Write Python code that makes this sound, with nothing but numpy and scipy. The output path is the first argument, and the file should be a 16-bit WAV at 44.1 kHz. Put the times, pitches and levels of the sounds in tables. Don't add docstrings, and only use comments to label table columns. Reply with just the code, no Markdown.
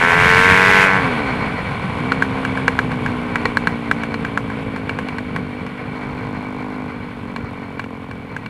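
import sys
import numpy as np
from scipy import signal
from scipy.fft import rfft, irfft, next_fast_len
from scipy.io import wavfile
from scipy.ndimage import uniform_filter1d, map_coordinates

SR = 44100
rng = np.random.default_rng(int(sys.argv[2]) if len(sys.argv) > 2 else 0)


def file_out(sig):
    cols = np.atleast_2d(sig).T
    lim = np.clip(cols, -1, 1)
    pcm = np.round(lim * 32767).astype(np.int16)
    wavfile.write(sys.argv[1], SR, pcm)


N = 374409

# t/s, firing rate/Hz
FIRING_RATE = [(0, 83.6), (.412, 91.4), (.65, 94.2), (.818, 95.8), (.955, 95), (1.008, 91.7), (1.259, 67.4),
               (1.387, 57.4), (1.55, 47.7), (1.69, 44.2), (1.843, 49.3), (2.085, 65.8), (2.146, 66.8),
               (2.39, 65.6), (2.635, 65.6), (2.98, 62.1), (3.441, 59.5), (3.644, 59), (4.453, 55.1),
               (5.177, 49.9), (5.706, 49), (5.95, 50.2), (6.79, 51), (7.227, 46.6), (7.615, 46.7),
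               (7.834, 44.2), (8.107, 44.2), (8.49, 42.3)]
# t/s, opening/0-1
THROTTLE = [(0, 1), (.99, 1), (1.03, .9), (1.27, .8), (1.45, .3), (1.85, .2), (2.05, .6), (3, .35),
            (5.75, .3), (5.95, 1), (6.85, 1), (7.1, .1), (8.49, 0)]
# t/s, boom level/dB, bark level/dB
EXHAUST_LEVELS = [(0, -26.5, -14.5), (.4, -35, -11), (.8, -31, -11.5), (1.0, -31, -17.5), (1.03, -23, -28),
                  (1.27, -24.5, -33), (1.5, -29, -39), (1.85, -37.5, -33.5), (2.01, -25, -32),
                  (2.76, -26, -31.5), (3.9, -26, -39), (5.63, -29, -45.5), (5.7, -34.5, -80),
                  (5.95, -29.5, -38.5), (6.82, -27.5, -37), (6.95, -31.5, -47), (7.15, -33.5, -45),
                  (7.35, -30.5, -41), (8, -33.5, -43), (8.49, -38, -49.5)]
# f/Hz, width/Hz, gain/dB
PIPE_MODES = [(125, 105, -6), (167.6, 67, -4.5), (239.4, 52.5, 4), (312, 52, -6), (434, 62, -5)]
# f/Hz, width/Hz, gain/dB
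BARK_LOW_MODES = [(584, 500, -12.5), (830, 220, -3.5), (1052, 118, -1), (1590, 260, -20)]
# f/Hz, width/Hz, gain/dB
BARK_HIGH_MODES = [(188, 14, 2.5), (450, 32, 0), (684, 65, -6.5), (896, 113, -3.5), (1097, 124, -1),
                   (1354, 54, 0), (1538, 82, 4), (1750, 97, -0.5), (1978, 41, 2), (2240, 60, -10)]
# f/Hz, width/Hz, gain/dB
HOUSING_MODES = [(466, 165, -5.5), (768, 192, -2), (1052, 184, -0.5), (1507, 149, -1.5), (1916, 255, -6.5),
                 (2293, 106, 0.5), (3530, 1300, -44), (4200, 244, -18.5)]
# t/s, ring peak/dB, high-over-low tilt/dB
KNOCKS = [(2.12, -1.5, 0), (2.223, 0, -5), (2.45, -7, 7), (2.574, -10.5, 12), (2.68, 2.5, 1),
          (2.79, 0.5, 0), (2.917, -13.5, 5), (3.062, -8.5, 1), (3.357, -2.5, 0), (3.455, -1.5, -5),
          (3.571, 0, -4), (3.672, -1, 2), (3.913, 1, 3.5), (4.035, -10.5, 6), (4.142, -10.5, -3),
          (4.249, -10, 6), (4.375, -2.5, -3), (4.501, -18, -3), (4.631, -27, -11), (4.762, -14.5, -10),
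          (4.894, -9, 7), (4.988, -9, -3), (5.086, -14.5, 5), (5.184, -13, -1), (5.362, -9, -4),
          (5.665, -18, -1), (7.362, -14.5, 0), (7.795, -12, 3), (7.841, -22, 11), (8.112, -20.5, 1),
          (8.365, -14, 1), (8.461, -19, 7)]
# f/Hz, relative level/dB, T60/s
KNOCK_MODES = [(471, -10.5, 0.043), (1423, 4.5, 0.015), (1588, 5.5, 0.02), (1922, 0, 0.016),
               (3250, -15, 0.012), (4200, -13.5, 0.016)]
# t/s, f/Hz, drone level/dB, overtone level/dB, rasp level/dB
OVERTAKE = [(0, 400, -46, -12.5, -24), (.3, 411.5, -67, -20, -18), (.55, 416, -29, -3, -18.5),
            (.74, 420, -21, -18, -18), (.85, 422, -26, 1.5, -16), (.88, 422, -29, -4, -27),
            (1.0, 420, -40, -11, -36), (1.3, 400, -57, -20, -45)]
# harmonic number, level offset/dB
OVERTONES = [(3, 1), (5, 6), (6, 7)]
# f/Hz, relative density/dB
RASP_SPECTRUM = [(1060, -25), (1800, -3), (2330, -3), (3830, -20.5), (4290, -25.5), (10400, -32.5),
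                 (15000, -32)]
# f/Hz, relative density/dB
WIND_SPECTRUM = [(12, -49), (20, -17.5), (113, 2), (177, 2), (252, -6.5), (348, -13.5), (400, -11),
                 (520, -10), (880, -120)]
# f/Hz, relative density/dB
HISS_SPECTRUM = [(1530, 0), (2600, 7), (3530, 1), (3920, -5.5), (4260, -31), (4620, -13.5), (5870, -27),
                 (9680, -15.5), (13800, -31), (15500, -48)]


def amp(db):
    return 10 ** (np.asarray(db) / 20)


def unit(x):
    return x / np.sqrt(np.mean(x ** 2) + 1e-20)


def steady(x):
    return x / np.sqrt(np.abs(uniform_filter1d(x ** 2, size=SR // 8)) + 1e-12)


def curves(rows):
    times_s, *columns = np.transpose(rows)
    return [np.interp(np.arange(N) / SR, times_s, column) for column in columns]


def wobble(rate_hz):
    knots = rng.standard_normal(int(N * rate_hz / SR) + 4)
    return map_coordinates(knots, [np.arange(N) * rate_hz / SR])


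def filtered(x, response):
    size = next_fast_len(N + SR // 2)
    return irfft(rfft(x, size) * response(np.fft.rfftfreq(size, 1 / SR)), size)[:N]


def resonant(x, modes):
    return filtered(x, lambda f: sum(
        (-1) ** k * amp(db) * 1j * f * width / (hz * hz - f * f + 1j * f * width)
        for k, (hz, width, db) in enumerate(modes)))


def coloured(spectrum):
    hz, db = np.transpose(spectrum)
    return unit(filtered(rng.standard_normal(N), lambda f: amp(np.interp(np.log(f + 1), np.log(hz), db))))


def firings(cycles, jitter_s, scatter_db):
    due = np.interp(np.arange(1, int(cycles[-1])), cycles, np.arange(N))
    index = due.astype(int)
    timing, size = rng.standard_normal((len(due), 2)).T
    onsets = np.clip(due + jitter_s[index] * SR * timing, 0, N - 1).astype(int)
    return np.bincount(onsets, amp(scatter_db[index] * size), N)


def exhaust(cycles, shut, revs):
    boom_db, bark_db = curves(EXHAUST_LEVELS)
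    cracks = firings(cycles, jitter_s=.00002 + .0004 * shut, scatter_db=.8 + 1.8 * shut)
    pushes = firings(cycles, jitter_s=.0002 * shut, scatter_db=.6 + shut)
    pipe = resonant(pushes, PIPE_MODES)
    boom = np.roll(steady(resonant(pipe, [(292, 410, 0)])), SR // 400)
    pipe_end_echo = np.roll(resonant(cracks, [(2250, 120, -3.5)]), SR // 230)
    high_bark = resonant(resonant(cracks, BARK_HIGH_MODES) + pipe_end_echo, [(1170, 4000, 0)])
    low_bark = resonant(cracks, BARK_LOW_MODES)
    bark = revs * steady(high_bark) + (1 - revs) * steady(low_bark)
    return amp(boom_db) * boom + amp(bark_db) * bark


def housing_clatter(t, firing_hz, shut, swell):
    cruise_hz, lag_s, db_per_hz, fade_db_per_s = 50, 0.78, 0.1858, 0.92
    step = 1 / (lag_s * SR)
    lagged_hz = firing_hz[0] + signal.lfilter([step], [1, step - 1], firing_hz - firing_hz[0])
    level_db = -28.5 + db_per_hz * (lagged_hz - cruise_hz) - fade_db_per_s * t - 2.5 * shut
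    raps = swell * amp(1.64 * wobble(30)) * rng.standard_normal(N)
    return amp(level_db) * unit(resonant(raps, HOUSING_MODES))


def housing_ring(t, side_db, tilt_db):
    def mode(hz, db, t60_s):
        return amp(db - 60 * t / t60_s) * np.sin(2 * np.pi * hz * t)

    low_db, high_db = side_db - tilt_db / 2, side_db - 12 + tilt_db / 2
    ring = sum(mode(hz, db + rng.normal(0, 4.7), t60_s) for hz, db, t60_s in KNOCK_MODES)
    ring += mode(1100, low_db, 0.012)
    ring += mode(2300, high_db, 0.037) + 1.04 * mode(2750, high_db, 0.017)
    ring *= 1 - np.exp(-t / 0.00035)
    rebound = SR // 200
    ring[rebound:] -= 0.33 * ring[:-rebound]
    return ring / np.abs(ring).max()


def knocks():
    rings, ticks = np.zeros((2, N + SR))
    t = np.arange(SR // 12) / SR
    tick_envelope = amp(-60 * t / 0.0096) + 0.2 * amp(-60 * t / 0.15)
    for onset_s, peak_db, tilt_db in KNOCKS:
        soft_db = -0.3 * peak_db
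        start = round((onset_s + 0.00022) * SR)
        span = slice(start, start + len(t))
        rings[span] += amp(peak_db) * housing_ring(t, 4 + soft_db, tilt_db)
        ticks[span] += amp(peak_db - 26 + soft_db) * tick_envelope * rng.standard_normal(len(t))
    shake = amp(17.5) * resonant(ticks[:N], HOUSING_MODES)
    bright = resonant(resonant(ticks[:N], [(5300, 7100, 0)]), [(6500, 34000, 0)])
    return rings[:N] + shake + bright


def overtaking_bike(t):
    hz, drone_db, overtone_db, rasp_db = curves(OVERTAKE)
    phase = 2 * np.pi * np.cumsum(hz) / SR + .5 * wobble(24.65)
    drone = np.sin(phase) + 0.82 * np.sin(2 * phase)
    drone += sum(amp(overtone_db + db) * np.sin(k * phase) for k, db in OVERTONES)
    rasp = unit(amp(1.1 * wobble(60.8)) * coloured(RASP_SPECTRUM))
    audible = t < OVERTAKE[-1][0]
    return audible * (amp(drone_db) * drone + amp(rasp_db) * rasp)


def wind(t, start_db=-22.5, fade_db_per_s=1.5):
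    buffet = unit(amp(2.05 * wobble(12)) * coloured(WIND_SPECTRUM))
    return amp(start_db - fade_db_per_s * t) * buffet


def chain_and_tyres(t, swell, revs, base_db=-33, fade_db_per_s=2, revs_lift_db=4):
    hiss = unit(swell ** 0.22 * amp(1.15 * wobble(40)) * coloured(HISS_SPECTRUM))
    return amp(base_db - fade_db_per_s * t + revs_lift_db * revs) * hiss


def scene():
    t = np.arange(N) / SR
    firing_hz, = curves(FIRING_RATE)
    cycles = np.cumsum(firing_hz) / SR
    shut = 1 - curves(THROTTLE)[0]
    revs = np.clip((firing_hz - 60) / 25, 0, 1)
    swell = 1 + 0.17 * np.cos(2 * np.pi * (cycles - .4))
    engine = exhaust(cycles, shut, revs) + housing_clatter(t, firing_hz, shut, swell)
    roar = wind(t) + chain_and_tyres(t, swell, revs)
    return (engine + roar + knocks() + overtaking_bike(t))[None]


def record(dry, rolloff_hz=12000, noise_db=-68, top_hz=15400):
    clipped = dry[0] / (1 + np.abs(dry[0]) ** 16) ** (1 / 16)
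    dulled = filtered(clipped, lambda hz: 1 / (1 + (hz / rolloff_hz) ** 8))
    noisy = dulled + amp(noise_db) * rng.standard_normal(N)
    return filtered(noisy, lambda hz: hz < top_hz)[None]


dry = scene()
out = record(dry)
file_out(out)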